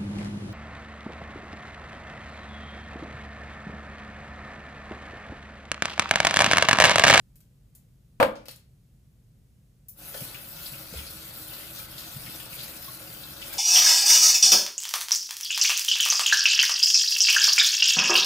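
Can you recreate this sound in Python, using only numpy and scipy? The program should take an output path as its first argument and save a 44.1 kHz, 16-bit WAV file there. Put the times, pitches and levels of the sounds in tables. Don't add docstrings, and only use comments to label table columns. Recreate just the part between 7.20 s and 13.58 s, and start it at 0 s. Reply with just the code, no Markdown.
import sys
import numpy as np
from scipy import signal
from scipy.fft import rfft, irfft, next_fast_len
from scipy.io import wavfile
from scipy.ndimage import uniform_filter1d, map_coordinates

SR = 44100
rng = np.random.default_rng(int(sys.argv[2]) if len(sys.argv) > 2 else 0)


def transcribe(signal):
    frames = np.atleast_2d(signal).T
    limited = np.clip(frames, -1, 1)
    pcm = np.round(limited * 32767).astype(np.int16)
    wavfile.write(sys.argv[1], SR, pcm)


N = 281269

# f/Hz, level/dB
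SPLASH_SPECTRUM = [(900, -23), (1900, -4.5), (2700, -3.5), (3500, -0.5), (4600, 1), (5800, -4),
                   (7500, -8.5), (15000, -15)]


def stream():
    # t/s, hiss change/dB, half width/s
    gushes = [(2.985, 4, 0.041), (3.047, 3, 0.014), (4.21, 2, 0.035), (4.6, 3.5, 0.022), (4.66, -6, 0.053),
              (5.285, -8.5, 0.015), (5.36, 7, 0.0082), (5.949, 3.5, 0.019)]
    t, open_s = np.arange(N) / SR, 2.678
    onset = lambda rise_s: 1 - np.exp(-(np.maximum(t - open_s, 0) / rise_s) ** 5)
    surge_db = hand_surge_db(t)
    gush_db = sum(db * np.exp(-((t - s) / width_s) ** 2) for s, db, width_s in gushes)
    fill_db = 0.59 * (t - open_s)
    jet_gain = onset(rise_s=0.12) * amp(-44.5 + gush_db + 0.53 * surge_db)
    splash_gain = onset(rise_s=0.13) * amp(-51 + fill_db + surge_db + 0.46 * gush_db)
    patter_gain = onset(rise_s=0.12) * amp(-51 + fill_db + 0.44 * surge_db)
    flutter = wobble(75)
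    return jet_gain * jet(flutter) + splash_gain * splash(flutter) + patter_gain * patter()


def jet(flutter):
    # f/Hz, level/dB
    spectrum = [(3000, -22), (5500, -34), (7500, -8.5), (9500, -5.5), (11500, -0.5), (13000, 0), (14800, 3),
                (16000, -4.5)]
    hiss = patchy(stereo(impacts(rate_hz=9000, spread_db=4.5), shape(spectrum)), depth_db=2.8)
    return hiss * amp(1.47 * flutter + 0.18 * wobble(360) + 0.7 * wobble(30))


def splash(flutter):
    colour = shape(SPLASH_SPECTRUM)
    spray = patchy(stereo(impacts(rate_hz=2500, spread_db=3), colour), depth_db=2.5)
    pings = bubbles(centre_hz=3512, cycles=22, spread_db=4, rise=0.01, count=900)
    return spray * amp(0.9 * flutter) + amp(-9.5) * unit(filtered(pings, colour))


def patter():
    # f/Hz, level/dB
    spectrum = [(180, 10), (300, 2), (400, -6.5), (600, 2.5), (1000, 0.5), (1450, 6.5), (1900, -4.5),
                (3500, -31)]
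    # f/Hz, width/Hz, level/dB
    bowl_modes = [(267.6, 6.9, -3.5), (317.5, 19, 0.5), (565, 55, -2.5), (730, 15, -5.5), (863, 44, -11),
                  (1110, 15, -11), (1313, 63, -8), (1502, 88, -7.5), (2630, 50, -7.5)]
    sink_modes = [(46.4, 11, -4), (71, 4.2, 7.5), (121, 17, 5.5), (162, 75, -0.5)]
    gurgle = amp(-13) * bubbles(centre_hz=1200, cycles=7, spread_db=3, rise=0.02, count=800)
    drops = amp(-4.5) * stereo(impacts(rate_hz=1200, spread_db=3), shape(spectrum))
    bowl = amp(-5.5) * stereo(impacts(rate_hz=700, spread_db=5.5), resonances(bowl_modes))
    sink = amp(-7) * stereo(impacts(rate_hz=300, spread_db=5.5), resonances(sink_modes))
    return drops + bowl + gurgle + sink


def hand_surge_db(t):
    # t/s, rise/dB, hold/s
    passes = [(2.95, 3, 0.11), (3.37, 3.5, 0.073), (3.759, 6, 0.048), (4.31, 2.5, 0.14), (4.57, 5.5, 0.022),
              (4.79, 4.5, 0.058), (5.05, 3, 0.19), (5.395, 5.5, 0.024), (6.22, 4, 0.091), (6.335, 7.5, .05)]
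    enter_s, drain_s = 0.018, 0.064
    surges_db = [
        db * np.exp(-(np.minimum(t - s, 0) / enter_s) ** 2 - np.maximum(t - s - hold_s, 0) / drain_s)
        for s, db, hold_s in passes]
    return np.max(surges_db, axis=0)


def hands():
    # t/s, level/dB, pocket f/Hz
    slaps = [(2.942, -44.5, 1570), (2.943, -42, 570), (3.006, -46, 570), (3.145, -42.5, 2560),
             (3.458, -41.5, 4460), (3.532, -46, 2600), (3.735, -43.5, 527), (3.789, -45.5, 2900),
             (3.866, -45.5, 4760), (4.334, -45.5, 4200), (4.57, -48, 4230), (4.78, -43.5, 4300),
             (5.062, -43, 2170), (5.199, -47, 3000), (5.324, -44, 2450), (5.403, -44.5, 3930),
             (6.033, -44.5, 3800), (6.218, -41, 2920)]
    # t/s, level/dB, f/Hz, swell/s
    slugs = [(3.012, -32, 137, 0.0078), (3.513, -43, 138, 0.015), (3.719, -39.5, 165.6, 0.0082),
             (3.74, -36, 69.7, 0.037), (4.956, -33.5, 130, 0.011), (5.06, -44.5, 135, 0.017),
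             (5.32, -44, 144, 0.0065)]
    # t/s, level/dB, start f/Hz, t60/s
    plink = [(5.678, -31.5, 1085, 0.073)]
    out, t = np.zeros((2, N)), np.arange(SR // 2) / SR
    for s, db, hz in slaps:
        pocket = resonances([(hz, 0.43 * hz, 0)])
        burst = impacts(rate_hz=3000, spread_db=2, size=len(t))
        spatter = amp(-0.5) * stereo(burst, shape(SPLASH_SPECTRUM)) * fade(t, t60_s=0.09)
        slap = stereo(burst, lambda f: pocket(f) ** 2) * swell(t, peak_s=0.0061)
        add(out, s, amp(db) * (slap + spatter))
    for s, db, hz, swell_s in slugs:
        low_modes = np.sin(2 * np.pi * hz * t) + 0.33 * np.sin(2 * np.pi * 1.577 * hz * t)
        add(out, s, amp(db) * low_modes * swell(t, swell_s) ** 2)
    for s, db, hz, t60_s in plink:
        chirp = np.sin(2 * np.pi * hz * t * (1 + 0.35 * t))
        add(out, s, amp(db) * chirp * fade(t, t60_s) * (1 - np.exp(-t / 0.006)))
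    return out


def bubbles(centre_hz, cycles, spread_db, rise, count):
    out, t = np.zeros((2, N)), np.arange(SR // 25) / SR
    for when, (pitch, size, phase) in zip(rng.random(count), rng.standard_normal((count, 3))):
        hz = centre_hz * np.exp(pitch / 2)
        age = t * hz / cycles
        ping = np.sin(2 * np.pi * hz * t * (1 + rise * np.minimum(age, 2)) + np.array([[0], [2 * phase]]))
        envelope = np.exp(-age) * (1 - np.exp(-10 * age))
        add(out, when * N / SR, amp(spread_db * min(size, 2)) * ping * envelope)
    return unit(out)


def patchy(x, depth_db):
    bins = signal.stft(x, nperseg=512)[2]
    field = uniform_filter1d(rng.standard_normal(bins.shape[1:]), size=7, axis=0)
    field = uniform_filter1d(field, size=8, axis=1)
    return unit(signal.istft(bins * amp(depth_db * unit(field)), nperseg=512)[1][:, :N])


def tray():
    # t/s, blow/dB, thud/dB
    contacts = [(1.0003, -16, -20), (1.0087, -19.5, -29.5), (1.0144, -23, -39), (1.0267, -12, -31),
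                (1.2829, -54.5, -61)]
    # f/Hz, level/dB, t60/s
    modes = [(219, -21, .42), (276, -20.5, 0.33), (310.5, -17, 0.31), (398, -22, .35), (461, -8.5, 0.27),
             (523, 4.5, 0.17), (555, -3.5, .28), (611, -5, 0.16), (685, -9.5, .17), (765, -9, 0.16),
             (858, -13, .26), (927, -9.5, 0.22), (1007, -5.5, .19), (1065, -16, .3), (1220, -15, 0.25),
             (1350, -12, .14), (1598, -16, .2)]
    # f/Hz, level/dB
    clank_spectrum = [(50, -25), (130, -25), (275, -12), (410, -23), (520, -1), (760, -4.5), (1500, -13.5),
                      (1900, -19.5), (3000, -24), (4600, -31.5), (6000, -43), (15000, -40)]
    # f/Hz, t60/s
    clank_decay = [(100, 0.47), (600, 0.1), (2500, 0.14), (9000, 0.17)]
    out, t = np.zeros((2, N)), np.arange(SR // 2) / SR
    ring = 0
    for hz, db, t60_s in modes:
        phase = 2 * np.pi * (hz * t + rng.random())
        skew = np.array([[0], [rng.normal() * hz / 900]])
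        ring += amp(db) * fade(t, t60_s) * np.sin(phase + skew)
    touch = 1 + 2.5 * fade(t, t60_s=0.025)
    thud = np.sin(2 * np.pi * 250 * t + np.array([[0], [0.4]])) * fade(t, t60_s=0.04)
    attack = 1 - np.exp(-t / 0.00092)
    for s, blow_db, thud_db in contacts:
        clank = damped(noise(shape(clank_spectrum)), clank_decay) * touch
        metal = amp(-7) * ring + amp(-2) * clank
        add(out, s, (amp(blow_db) * metal + amp(thud_db) * thud) * attack)
    return out


def foil():
    # t/s, edge level/dB, body re edge/dB, t60/s
    crinkles = [(.157, -53.5, -14.5, 0.086), (0.205, -55, -9, 0.064), (0.551, -50, -18, 0.097),
                (1.155, -67.5, 17.5, 0.13), (1.256, -52, 2, 0.09), (1.2833, -38, -1, 0.032),
                (1.2912, -42, 2, 0.017), (1.309, -44, -8, 0.03), (1.3123, -42, -10, 0.043),
                (1.3606, -46.5, -20, 0.04)]
    # f/Hz, level/dB
    edge_spectrum = [(1000, -34), (3800, -33), (5300, -10), (9000, -4), (14500, 2), (16000, -5.5)]
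    body_spectrum = [(300, -9), (1100, -5.5), (2600, 0), (3600, -0.5), (5200, 0), (7200, -10), (12000, -40)]
    # f/Hz, width/Hz, level/dB
    rim_modes = [(2620, 110, -2), (4380, 330, 5), (9600, 450, -4)]
    out, t = np.zeros((2, N)), np.arange(SR // 2) / SR
    for s, db, body_db, t60_s in crinkles:
        snaps = impacts(rate_hz=6000, spread_db=2, size=len(t))
        edge = stereo(snaps, shape(edge_spectrum))
        body = amp(body_db) * stereo(snaps[::-1], shape(body_spectrum))
        rim = amp(body_db - 7) * noise(resonances(rim_modes)) * fade(t, t60_s=0.086)
        add(out, s, amp(db) * ((edge + body) * fade(t, t60_s) + rim))
    return out


def tap_spit():
    # f/Hz, level/dB
    spectrum = [(1000, -38), (4500, -18), (5600, -10), (7000, -11.5), (9000, -5.5), (12000, 1), (15000, 7)]
    out, t = np.zeros((2, N)), np.arange(SR // 2) / SR
    envelope = amp(-35.5) * swell(t, peak_s=0.0061) + amp(-61) * fade(t, t60_s=0.29)
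    add(out, 2.6835, noise(shape(spectrum)) * envelope)
    return out


def hum():
    # f/Hz, level/dB
    spectrum = [(20, -14.5), (45, -0.5), (80, -9), (140, -4.5), (320, -26), (500, -29), (900, -40),
                (6300, -43), (15000, -43)]
    drone = np.sin(2 * np.pi * 120 * np.arange(N) / SR + 0.7 * wobble(6)) * amp(2 * wobble(5))
    return amp(-57.5) * noise(shape(spectrum), size=N) + amp(-62) * drone


def kitchen(x, wet_db):
    # f/Hz, t60/s
    decay = [(150, 0.8), (600, 0.42), (2500, 0.37), (14000, 0.19)]
    wet, hop, predelay_s = np.zeros((2, N)), SR // 4, 0.005
    for centre in range(0, N + hop, hop):
        first = max(centre - hop, 0)
        part = x[:, first:centre + hop]
        window = np.cos(np.pi / 2 * (np.arange(part.shape[1]) + first - centre) / hop)
        tail = damped(noise(lambda hz: hz / (hz + 200), size=SR // 3), decay)
        tail /= np.linalg.norm(tail[0])
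        add(wet, first / SR + predelay_s, signal.fftconvolve(part * window, tail, axes=1))
    return x + amp(wet_db) * wet


def from_left(hz):
    # f/Hz, level/dB
    balance = [(250, 0), (1300, 3), (2400, 6), (4400, 2), (7000, 0), (12500, 0), (14500, 6.5)]
    lead_rad = 2 * np.pi * np.clip((hz - 300) / 5700, 0, 1)
    side = np.array([[0.5], [-0.5]])
    return amp(along(balance, hz) * side) * np.exp(1j * lead_rad * side)


def stereo(pair, response):
    # f/Hz, correlation
    likeness = [(100, 0.98), (300, 0.82), (640, .45), (1400, 0.15), (5200, 0.11), (7300, 0.88),
                (11800, 0.68), (14500, .1)]
    angle = lambda hz: np.arccos(np.clip(along(likeness, hz), -1, 1)) / 2
    mid, side = filtered(pair, lambda hz: response(hz) * [np.cos(angle(hz)), np.sin(angle(hz))])
    return unit(np.array([mid + side, mid - side]))


def impacts(rate_hz, spread_db, size=N):
    hits = rng.random((2, size)) < rate_hz / SR
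    signs = rng.choice([-1, 1], (2, size))
    return unit(hits * signs * amp(spread_db * np.minimum(rng.standard_normal((2, size)), 2.5)))


def noise(response, size=SR // 2):
    return stereo(rng.standard_normal((2, size)), response)


def wobble(rate_hz):
    knots = rng.standard_normal(int(N * rate_hz / SR) + 4)
    return map_coordinates(knots, [np.arange(N) * rate_hz / SR])


def damped(x, decay):
    hz, t, bins = signal.stft(x, SR, nperseg=256)
    bins = bins * fade(t, along(decay, hz)[:, None])
    return signal.istft(bins, SR, nperseg=256)[1][:, :x.shape[1]]


def resonances(modes):
    return lambda f: sum((-1) ** k * amp(db) * 1j * f * width_hz / (hz * hz - f * f + 1j * f * width_hz)
                         for k, (hz, width_hz, db) in enumerate(modes))


def shape(spectrum):
    return lambda hz: amp(along(spectrum, hz))


def along(points, hz):
    knots_hz, values = np.transpose(points)
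    return np.interp(np.log(hz + 1), np.log(knots_hz + 1), values)


def filtered(x, response):
    size = next_fast_len(x.shape[-1] + SR // 4)
    return irfft(rfft(x, size) * response(np.fft.rfftfreq(size, 1 / SR)), size)[..., :x.shape[-1]]


def swell(t, peak_s):
    return t / peak_s * np.exp(1 - t / peak_s)


def fade(t, t60_s):
    return np.exp(-np.log(1000) * t / t60_s)


def add(track, start_s, sound):
    part = track[:, round(start_s * SR):][:, :sound.shape[-1]]
    part += sound[..., :part.shape[1]]


def amp(db):
    return 10 ** (np.asarray(db) / 20)


def unit(x):
    return x / np.sqrt(np.mean(x ** 2) + 1e-20)


def scene():
    knock = kitchen(tray(), wet_db=-13)
    foil_and_spit = kitchen(foil() + tap_spit(), wet_db=-3)
    water = kitchen(stream() + hands(), wet_db=-6)
    return filtered(knock + foil_and_spit + water, from_left) + hum()


def record(dry):
    low_hz, top_hz = 27, 15300
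    return filtered(dry, lambda hz: hz ** 4 / (hz ** 4 + low_hz ** 4) / np.sqrt(1 + (hz / top_hz) ** 200))


dry = scene()
out = record(dry)
transcribe(out)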